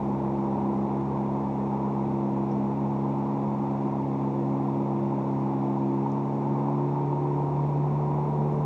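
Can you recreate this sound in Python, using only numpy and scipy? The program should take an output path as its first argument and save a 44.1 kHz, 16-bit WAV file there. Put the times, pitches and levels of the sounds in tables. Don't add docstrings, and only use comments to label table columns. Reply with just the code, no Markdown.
import sys
import numpy as np
from scipy import signal
from scipy.fft import rfft, irfft, next_fast_len
from scipy.io import wavfile
from scipy.ndimage import map_coordinates

SR = 44100
rng = np.random.default_rng(int(sys.argv[2]) if len(sys.argv) > 2 else 0)


def log_audio(samples):
    frames = np.atleast_2d(samples).T
    limited = np.clip(frames, -1, 1)
    pcm = np.round(limited * 32767).astype(np.int16)
    wavfile.write(sys.argv[1], SR, pcm)


N = 381465
TIME = np.arange(N) / SR


def amp(db):
    return 10 ** (np.asarray(db) / 20)


def envelope(points):
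    return np.interp(TIME, *np.transpose(points))


def wobble(rate):
    knots = rng.standard_normal(int(N * rate / SR) + 4)
    return map_coordinates(knots, [TIME * rate])


def filtered(x, response):
    size = next_fast_len(N + SR // 2)
    return irfft(rfft(x, size) * response(np.fft.rfftfreq(size, 1 / SR)), size)[:N]


def coloured(x, eq):
    points_hz, db = np.transpose(eq)
    shaped = filtered(x, lambda hz: amp(np.interp(np.log(hz + 1), np.log(points_hz), db)))
    return shaped / np.sqrt(np.mean(shaped ** 2) + 1e-20)


def tone(turns, db, waver_db, slip):
    phase = 2 * np.pi * turns + slip * wobble(30)
    waver = wobble(12) + wobble(3.024)
    return amp(db + waver_db * waver) * np.sqrt(2) * np.cos(phase)


def partials(table, turns, throttle, waver_db, slip):
    return sum(tone(order * turns, cruise_db + (revved_db - cruise_db) * throttle, waver_db, slip)
               for order, cruise_db, revved_db in table)


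def pulsing_noise(firings, depth, uneven):
    pulse = 1 + depth * np.cos(2 * np.pi * firings) + uneven * np.cos(np.pi * firings)
    return pulse * rng.standard_normal(N)


# (frequency [Hz], relative level [dB])
HISS_EQ = [(300, -13.5), (1500, -1.5), (1900, 3), (2250, 3.5), (2750, -3), (3100, -9.5), (3500, -6),
           (4200, -12), (4900, -15.2), (5500, -12), (5850, -14.3), (6400, -14), (8200, -22), (9000, -36),
           (11500, -31.5), (13000, -31.5)]
def hiss(db):
    return amp(db) * coloured(rng.standard_normal(N), HISS_EQ)


# (time [s], dry peak level [dB], start pitch [Hz], end pitch [Hz], length [s])
BIRD_CHIPS = [(2.505, -60.5, 4800, 6400, 0.026)]
def bird():
    out = np.zeros(N)
    for start, db, start_hz, end_hz, length in BIRD_CHIPS:
        progress = np.clip((TIME - start) / length, 0, 1)
        pitch = start_hz + (end_hz - start_hz) * progress
        swell = np.sin(np.pi * progress) ** 2
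        out += amp(db) * swell * np.sin(2 * np.pi * np.cumsum(pitch) / SR)
    return out


# (frequency [Hz], relative level [dB])
TICK_EQ = [(3500, -30), (5300, 0), (6500, -2), (9000, -30)]
def tick(start_s, db, t60_s):
    age = TIME - start_s
    decay = (age > 0) * amp(db - 60 * np.abs(age) / t60_s)
    return decay * coloured(rng.standard_normal(N), TICK_EQ)


def among_trees(dry, wet_db, t60_s):
    t = np.arange(SR // 2) / SR
    tail = rng.standard_normal(len(t)) * amp(-60 * t / t60_s)
    return dry + amp(wet_db) * signal.fftconvolve(dry, tail / np.linalg.norm(tail))[:N]


# (multiple of shaft rate, cruising level [dB], revved level [dB])
SHAFT_PARTIALS = [(1, -60, -57.5), (2, -48, -48)]
def shaft_hum(firings, throttle, gear_ratio):
    return partials(SHAFT_PARTIALS, gear_ratio * firings, throttle, waver_db=1.8, slip=0.13)


# (time [s], level [dB])
WHINE_RIDE = [(0, -51), (2.4, -55.5), (3.2, -46.5), (3.6, -51), (6.1, -49), (6.5, -41.5), (6.95, -42),
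              (7.35, -39.5), (7.85, -43.5), (8.42, -41.5), (8.56, -51)]
def whine(firings, order):
    return tone(order * firings, envelope(WHINE_RIDE), waver_db=0.7, slip=0.12)


# (time [s], peak level before trim [dB], pitch [Hz])
KNOCK_CUES = [(0.232, -27, 835), (2.373, -24, 921), (3.653, -26, 891), (5.116, -28, 877), (5.628, -27, 880),
              (6.062, -25.5, 931), (6.179, -24, 910), (6.684, -21, 846), (7.128, -21.5, 932),
              (7.594, -24.5, 936.4), (7.995, -28, 767)]
def housing_knocks(trim_db, attack_s):
    out = np.zeros(N + SR)
    t = np.arange(SR // 16) / SR
    swell = t / attack_s * np.exp(1 - t / attack_s)
    for start, db, hz in KNOCK_CUES:
        out[round(start * SR):][:len(t)] += amp(db + trim_db) * swell * np.sin(2 * np.pi * hz * t)
    return out[:N]


# (frequency [Hz], relative level [dB])
HOUSING_EQ = [(200, -39), (550, -11), (700, -10.5), (790, -3), (920, 0), (1000, -3.5), (1100, -11),
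              (1300, -21.5), (1600, -31.5), (2500, -57.5), (5000, -84)]
# (time [s], level [dB])
RATTLE_RIDE = [(0, -36.5), (0.48, -38), (0.58, -34.5), (0.7, -38), (1.25, -36.5), (1.5, -38.3), (1.77, -36),
               (2, -38), (2.6, -38.5), (3.3, -36.5), (3.95, -37.5), (4.12, -41), (4.21, -36), (4.3, -39.5),
               (4.6, -37.5), (5.5, -38), (6.7, -36.5), (7.5, -37.5), (7.9, -38.5), (8.3, -37.5),
               (8.65, -37.5)]
def housing_rattle(firings):
    db = envelope(RATTLE_RIDE) + 0.68 * wobble(18)
    return amp(db) * coloured(pulsing_noise(firings, depth=0.032, uneven=0.046), HOUSING_EQ)


# (frequency [Hz], relative level [dB])
PUFF_EQ = [(20, -32.5), (45, -24.5), (70, -15), (100, -9.5), (125, -9.5), (180, -1.2), (260, -1),
           (340, 0.6), (420, -4), (620, -5.3), (800, -6), (1200, -26), (2500, -58.5)]
# (time [s], level [dB])
PUFF_RIDE = [(0, -35), (1.5, -36.5), (3.2, -37), (5, -37), (6, -38), (7.2, -37.5), (8.5, -34)]
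def exhaust_puffs(firings):
    db = envelope(PUFF_RIDE) + 0.51 * wobble(3)
    return amp(db) * coloured(pulsing_noise(firings, depth=0.14, uneven=0.042), PUFF_EQ)


# (firing order, cruising level [dB], revved level [dB])
OVERTONE_PARTIALS = [(1.5, -61, -62), (2.5, -51.5, -45.5), (3.5, -51.5, -44.5), (4.5, -62, -57),
                     (5.5, -54.5, -55), (6, -48, -45.5), (6.5, -55, -58), (7, -49, -54.5), (8, -53, -57),
                     (9, -60, -58), (10, -56, -58), (11, -56, -63.5), (12, -54, -61), (14, -58.5, -57.5),
                     (15, -61, -69.5)]
def overtones(firings, throttle, lead_turns):
    slip = 0.14 + 0.2 * throttle
    return partials(OVERTONE_PARTIALS, firings + lead_turns, throttle, waver_db=1.5, slip=slip)


# (firing order, firing rate [Hz], half width [Hz], depth [dB])
EXHAUST_NULLS = [(1, 70.2, 1.3, 9.5), (3, 72.1, 1.2, 15), (4, 74, 0.93, 15)]
def null_dip_db(order, rate):
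    return sum(depth * np.exp(-((rate - hz) / width) ** 2)
               for null_order, hz, width, depth in EXHAUST_NULLS if null_order == order)


# (firing order, base level [dB], drift [dB/s], gain when revved [dB])
EXHAUST_PARTIALS = [(1, -47.5, -1.12, 7.5), (2, -35.5, 0.586, 3.6), (3, -31, -0.28, 0),
                    (4, -38.5, 0.77, -7)]
# (time [s], gain [dB])
THIRD_RIDE = [(0, 0), (1.95, 1), (2.15, -1), (3.6, 0.7), (4.05, -2.5), (4.5, 0), (6.6, 0.5), (8.65, 0)]
# (time [s], level [dB])
FIFTH_RIDE = [(0, -37), (.8, -35), (1.5, -37.5), (2.1, -37.5), (2.4, -33.5), (2.75, -36.5), (3.1, -37),
              (3.5, -39), (4.4, -36.5), (4.95, -33), (5.7, -36.3), (6.3, -36), (6.7, -35), (7.3, -37),
              (7.65, -40), (8.65, -38.5)]
def exhaust_hum(firings, rate, throttle, lag_turns):
    hum = np.zeros(N)
    for order, base_db, drift, revved_gain_db in EXHAUST_PARTIALS:
        db = base_db + drift * TIME + revved_gain_db * throttle - null_dip_db(order, rate)
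        if order == 3:
            db += envelope(THIRD_RIDE)
        turns = order * firings - lag_turns * (order % 2 == 0)
        hum += tone(turns, db, waver_db=0.29 * order, slip=0.02 * order)
    fifth = tone(5 * firings, envelope(FIFTH_RIDE), waver_db=1.15, slip=0.078 + 0.12 * throttle)
    return hum + fifth


# (time [s], firing rate [Hz])
FIRING_RATE = [(0, 68.06), (.75, 68), (2, 68.2), (2.4, 68), (3.4, 68.88), (4, 68.2), (4.9, 68.6),
               (5.25, 68), (5.88, 67.95), (6.17, 69.23), (6.4, 69.13), (6.8, 70.62), (7.05, 71.25),
               (7.3, 71.72), (8.05, 73.06), (8.65, 73.7)]
def motor(cruise_hz, revved_hz):
    rate = envelope(FIRING_RATE)
    firings = np.cumsum(rate) / SR
    throttle = np.clip((rate - cruise_hz) / (revved_hz - cruise_hz), 0, 1)
    drone = exhaust_hum(firings, rate, throttle, lag_turns=0.22)
    drone += whine(firings, order=13)
    drone += overtones(firings, throttle, lead_turns=0.06)
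    drone += shaft_hum(firings, throttle, gear_ratio=1.445)
    texture = exhaust_puffs(firings) + housing_rattle(firings)
    return drone + texture + housing_knocks(trim_db=-3, attack_s=0.0025)


def scene():
    lead = motor(cruise_hz=68.3, revved_hz=72.3)
    spots = bird() + tick(start_s=6.118, db=-57, t60_s=0.022)
    return (lead + among_trees(spots, wet_db=-7, t60_s=0.35) + hiss(db=-59.5))[None]


def record(dry):
    fade_in = np.minimum(TIME / 0.002, 1)
    return filtered(fade_in * dry[0], lambda hz: hz < 12300)[None]


dry = scene()
out = record(dry)
log_audio(out)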